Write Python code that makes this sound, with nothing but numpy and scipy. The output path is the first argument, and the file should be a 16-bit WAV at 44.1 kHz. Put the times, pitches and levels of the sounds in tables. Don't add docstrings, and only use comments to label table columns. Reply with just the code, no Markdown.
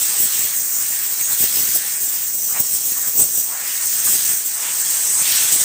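import sys
import numpy as np
from scipy import signal
from scipy.io import wavfile
from scipy.ndimage import uniform_filter1d

SR = 44100
rng = np.random.default_rng(int(sys.argv[2]) if len(sys.argv) > 2 else 0)


def unload_wav(signal):
    wavfile.write(
        sys.argv[1],
        SR,
        np.round(np.clip(np.atleast_2d(signal).T, -1, 1) * 32767).astype(np.int16),
    )


def ratio_of_db(decibels):
    return 10 ** (np.asarray(decibels, float) / 20)


N = 248718
HOP, FRAME = 64, 256


def evened(x):
    return x / np.sqrt(np.mean(x ** 2) + 1e-20)


def read(points, hz):
    point_hz, value = np.transpose(points)
    return np.interp(np.log(hz + 1), np.log(point_hz + 1), value, left=-120, right=-120)


def blurred(shape, sizes):
    x = rng.standard_normal(shape)
    for axis, size in enumerate(sizes):
        for _ in range(2):
            x = uniform_filter1d(x, size, axis)
    return evened(x)


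def swell(t, at_s, length_s):
    return np.exp(-.5 * (2 * (t - at_s) / length_s) ** 4)


def jet(patchy_db=1.74, flicker_db=0.86, throb_db=.5):
    frames, hz = N // HOP + 5, np.fft.rfftfreq(FRAME, 1 / SR)
    power = jet_power(hz, hand_levels(np.arange(frames) * HOP / SR))
    patches = blurred((frames, len(hz)), sizes=(24, 2)).T
    flicker = flicker_db * blurred((frames, 1), sizes=(2,)).T
    throb = throb_db * blurred((frames, 1), sizes=(12,)).T
    bright = np.clip(hz / 9000, 0, 1.6)[:, None]
    rough_db = patchy_db * patches + bright * (flicker + throb)
    noise = (rng.standard_normal((frames, len(hz), 2)) @ [1, 1j]).T
    z = noise * np.sqrt(power) * ratio_of_db(rough_db)
    hiss = signal.istft(z, nperseg=FRAME, noverlap=FRAME - HOP)[1][:N]
    return ratio_of_db(-4.5) * 2 * hiss


def hand_levels(t):
    # time_s, nearness_db (nozzle to parts), reach_db (into casing), slant_db (across sharp edges)
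    sweep = [(0.0, 0.5, 2, -2.5), (.35, 1, 4, -0.5), (.52, -2, 1.5, -1), (.66, 0.5, -6.5, 1),
             (.85, -2, 1, 0.5), (1.03, -2, 1, 0), (1.17, -3, -1.5, -1.5), (1.37, -2, -0.5, -1),
             (1.48, -2, 4.5, -0.5), (1.74, 2, 3.5, 4), (1.83, -6.5, -1, -8), (1.99, -3.5, -3.5, -1.5),
             (2.2, -4, -1.5, 0), (2.32, -4.5, -6.5, -2.5), (2.5, -3, -3.5, 0.5), (2.68, -2.5, -3.5, -4),
             (2.9, -2, -1, -1), (3.13, -4.5, -3, -0.5), (3.3, -1, -3, 0.5), (3.46, -6, -5.5, -5.5),
             (3.57, -8.5, -5, -9.5), (3.7, -3.5, 0.5, -5), (3.95, 2.5, 1.5, 2), (4.2, 1, 2.5, -1.5),
             (4.33, 0.5, 0, 0), (4.45, -5, -2, -2.5), (4.6, -3, -3.5, -9.5), (4.95, 2, 1.5, -3.5),
             (5.18, 6, -2.5, -7), (5.23, 5, 4, -2), (5.33, 3, 9.5, -3), (5.45, 5.5, 6.5, -2),
             (5.64, 5, 2.5, -1.5)]
    # centre_s, length_s, rise_db, shrillness (-1 dull to 1 shrill)
    crossings = [(0.027, 0.025, 3.5, -0.38), (0.084, 0.045, 1.5, .2), (.225, 0.06, 5, 1),
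                 (0.3, 0.038, -2, -0.15), (0.4, 0.12, 1, 0.088), (.5, 0.067, -2.5, .3),
                 (0.585, 0.04, 1.5, 0.45), (.79, 0.046, 1, .6), (0.94, 0.065, 0, 0.43),
                 (1.09, .05, -0.5, .6), (1.207, 0.017, 3.5, -.2), (1.33, 0.04, 4.5, -0.22),
                 (1.37, 0.023, -1, 0), (1.42, 0.063, 7.5, 0.035), (1.5, .04, 0.5, -.3),
                 (1.586, 0.087, 3.5, 0.24), (1.76, 0.032, 6.5, 0.6), (1.86, .05, 1.5, .6),
                 (1.914, 0.065, 3, 0.14), (1.99, 0.044, -1, -0.079), (2.041, 0.065, 4, 0.56),
                 (2.252, 0.054, 0.5, 0.67), (2.303, 0.052, -1.5, 0), (2.351, .02, 3, 0.67),
                 (2.375, 0.061, 2, 0.48), (2.5, 0.048, 1, .5), (2.608, .025, 6, -0.088),
                 (2.743, 0.058, 6, 0.14), (2.82, .04, -1.5, .2), (2.87, 0.047, 3.5, 0.59),
                 (2.913, .04, 1, -0.37), (3.047, .03, -2, 0), (3.08, 0.036, 4.5, -0.07), (3.191, .03, 4, 1),
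                 (3.212, 0.063, 6, -0.65), (3.379, 0.067, 5.5, -0.21), (3.797, .04, -1, -.5),
                 (3.845, 0.032, 2, .2), (3.93, 0.032, -1, 0.067), (4.03, .03, -2, .2),
                 (4.062, 0.026, 6, 0.12), (4.121, 0.078, 5, -0.15), (4.283, 0.06, 2.5, -0.56),
                 (4.43, 0.028, -1.5, 0), (4.47, .04, 3, 0.48), (4.71, 0.039, -1, 0.54),
                 (4.812, 0.014, 3.5, 0.088), (4.917, .03, 2, 0), (5.146, 0.019, 2, -.2),
                 (5.404, .09, 1.5, 0), (5.49, 0.05, -1.5, -.3), (5.54, 0.037, 3, -0.047),
                 (5.614, 0.022, 1.5, .2)]
    # time_s, over_db
    over_hollow = [(0.0, -0.5), (.5, 0.5), (.66, 1), (1.3, 2.5), (1.95, 1.5), (2.1, 0.5), (2.45, -2),
                   (2.8, -7), (3.05, -1.5), (3.15, -3), (3.45, -6), (3.6, 0), (4.0, -0.5), (4.5, 1),
                   (4.7, 2.5), (5.15, -1), (5.3, -2), (5.64, 3.5)]
    hollow_shares = [0.06, 0, 0, 0, 0, 0.57, 0.2]
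    # rest_db, shares of nearness, reach, slant, crossing rise, rise times shrillness
    parts = [(-24, 0.83, 0.01, -0.2, 1, -0.85), (-23.5, 0.01, 0.01, 0.67, 1.08, 0.083),
             (-28, 0.64, 0.01, 0.01, 0.54, -0.43), (-31.5, 0.46, 0.27, 0.087, 0.96, 0.47),
             (-38.5, 0.093, 1.2, -0.26, 0.56, -0.52), (-42.5, 0.074, 0.93, -0.46, 0.21, -0.9),
             (-50, 0.3, 0.4, -0.66, -.3, -0.89)]
    path_s, *path = np.transpose(sweep)
    rises = np.array([db * swell(t, at, length) for at, length, db, _ in crossings])
    shrillness = np.transpose(crossings)[-1]
    moves = [np.interp(t, path_s, column) for column in path]
    controls = [np.ones(len(t)), *moves, rises.sum(0), shrillness @ rises]
    over_db = np.interp(t, *np.transpose(over_hollow))
    return np.array(parts) @ controls + np.outer(hollow_shares, over_db)


def jet_power(hz, levels_db):
    # (relative, per Hz)
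    core = [(6500, -46), (7300, 1), (8160, 10), (8900, 5), (9800, -4.5)]
    fizz = [(12000, -19), (13500, -2), (15100, 8), (17000, -6.5), (19500, 4.5), (21500, -29)]
    wash = [(4000, -14), (5000, -1), (6200, 9.5), (7150, 10), (7800, 4.5)]
    sheen = [(8800, -22), (9800, 1), (11300, 5), (12250, 3.5), (13200, 4.5), (14000, -13)]
    gaps = [(1800, -18), (2600, 6), (3550, 7), (4600, 7.5), (5400, 9), (6500, -6)]
    hollows = [(950, -23), (1450, 4), (1910, 9), (2400, 3), (3200, -13)]
    rush = [(40, -25), (150, -8), (500, -2.5), (810, 3.5), (1250, 3.5), (1600, -2)]
    # low_hz, high_hz
    counted = [(7200, 9500), (13000, 15600), (5000, 7200), (9500, 13000), (2500, 4800), (1300, 2500),
               (500, 1300)]
    power = np.zeros((len(hz), levels_db.shape[1]))
    colours = (core, fizz, wash, sheen, gaps, hollows, rush)
    for colour, (low_hz, high_hz), level_db in zip(colours, counted, levels_db):
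        shape = ratio_of_db(read(colour, hz)) ** 2
        shape /= shape[(hz > low_hz) & (hz < high_hz)].sum()
        power += shape[:, None] * ratio_of_db(level_db) ** 2
    return power


def whistles():
    # centre_s, pitch_hz, glide_hz_per_s, length_s, level_db
    whistle_rows = [(.23, 8100, 0, .11, -20.5), (.41, 7720, 3000, 0.043, -24), (.78, 7050, 2998, .06, -27),
                    (.92, 7300, 5000, 0.064, -28.5), (1.2, 4100, 0, .018, -33.5),
                    (1.25, 6720, 9000, 0.079, -25), (1.335, 4120, 3000, .03, -35),
                    (2.451, 6020, -2, 0.11, -31), (2.875, 7660, 0, .01, -27), (3.21, 8120, 0, 0.055, -15),
                    (3.37, 5900, -4, 0.14, -34), (5.375, 5700, 0, .025, -24), (5.526, 6770, 0, .022, -23)]
    return gliding_bands(whistle_rows, pole_width=0.066)


def gusts():
    # centre_s, pitch_hz, glide_hz_per_s, length_s, level_db
    gust_rows = [(.13, 1003, 0, .07, -42.5), (.5, 1913, 0, .09, -41.5), (.72, 1803, -3, 0.21, -44),
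                 (.8, 1204, -2, .08, -44.5), (1.03, 1800, 0, 0.1, -43), (1.2, 1883, 0, .03, -38),
                 (1.31, 1492, 0, 0.068, -39), (1.58, 1010, 0, 0.054, -49), (1.9, 1910, -2, 0.15, -42),
                 (2.15, 912, 0, 0.051, -50), (2.23, 3030, 0, 0.07, -43), (2.51, 1298, 0, 0.046, -42),
                 (2.565, 909, -2, 0.049, -37.5), (2.57, 1955, 0, 0.052, -33), (2.98, 1200, 0, 0.037, -42),
                 (3.06, 1495, 0, 0.06, -40), (3.39, 1007, 0, .06, -52), (3.53, 900, 0, 0.072, -45),
                 (3.6, 1693, 4998, 0.2, -38.5), (3.83, 1488, 0, 0.061, -38.5), (3.98, 1502, 0, 0.13, -43),
                 (4.078, 1460, -4, 0.016, -31.5), (4.3, 1902, 0, 0.079, -41), (4.58, 1306, -2, 0.038, -45),
                 (4.675, 1200, 5, 0.1, -43), (4.674, 2634, 0, 0.09, -33.5), (5.2, 1280, 0, 0.048, -37),
                 (5.27, 2960, 0, 0.046, -29), (5.38, 2425, 2, 0.13, -35.5), (5.5, 1000, 0, 0.25, -46)]
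    return gliding_bands(gust_rows, pole_width=0.78)


def gliding_bands(rows, pole_width):
    out, span = np.zeros(N + SR), SR // 2
    t = (np.arange(span) - span // 2) / SR
    for at_s, pitch_hz, glide, length_s, level_db in rows:
        noise = rng.standard_normal((span, 2)) @ [1, 1j]
        r = np.exp(-np.pi * pole_width * pitch_hz / SR)
        slow = signal.lfilter([1], np.poly([r, r]), noise)
        carrier = np.exp(2j * np.pi * (pitch_hz + glide * t / 2) * t)
        tone = evened((slow * carrier).real)
        out[round(at_s * SR):][:span] += ratio_of_db(level_db) * swell(t, 0, length_s) * tone
    return out[span // 2:][:N]


def workshop(x, half_turns_per_s=1.302, first_echo_s=.009):
    # hz, t60_s (held within 0.05 to 1 s below)
    room_t60 = [(100, 1), (1000, 0.2), (4000, -0.3), (16000, 2), (22000, 7)]
    # hz, level_db
    room_db = [(100, -8.5), (1000, -8.5), (4000, -7.5), (8000, -11), (16000, -10), (22000, 8)]
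    hz, t, z = signal.stft(rng.standard_normal((3, SR // 2)), SR, nperseg=FRAME)
    t60_s = np.clip(read(room_t60, hz), .05, 1)
    z = z * ratio_of_db(-60 * t / t60_s[:, None])
    z *= (ratio_of_db(read(room_db, hz)) / np.linalg.norm(z, axis=2))[..., None]
    tails = signal.istft(z, SR, nperseg=FRAME)[1] * np.sqrt(3) / FRAME
    tails = np.pad(tails, ((0, 0), (round(first_echo_s * SR), 0)))
    turn = np.pi * (half_turns_per_s * np.arange(N) / SR + np.arange(3)[:, None] / 3)
    shares = np.sqrt(2 / 3) * np.cos(turn)
    return signal.oaconvolve(shares * x, tails, axes=1)[:, :N].sum(0)


def scene():
    air = jet() + whistles() + gusts()
    return np.tile(air + workshop(air), (2, 1))


def top_cut(x):
    return signal.sosfilt(signal.butter(12, 16860, fs=SR, output="sos"), x)


def record(dry, bend_db=-5, droop_hz=700, favour_hz=6000, low_cut_hz=95, edge_hz=15590):
    treble = signal.lfilter(*signal.butter(1, favour_hz, "high", fs=SR), dry)
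    swing = treble ** 2
    throb = signal.lfilter(*signal.butter(2, droop_hz, fs=SR), swing - np.mean(swing))
    rounded = 1.3 * np.tanh(dry / 1.3)
    bent = rounded + ratio_of_db(bend_db) * throb
    low_cut = signal.butter(2, low_cut_hz, "high", fs=SR, output="sos")
    cut = signal.sosfilt(low_cut, bent)
    band_limit = signal.firwin(1023, edge_hz, window=("kaiser", 10), fs=SR)
    mix = signal.oaconvolve(cut, band_limit[None], "same", axes=1)
    return top_cut(mix)


dry = scene()
out = record(dry)
unload_wav(out)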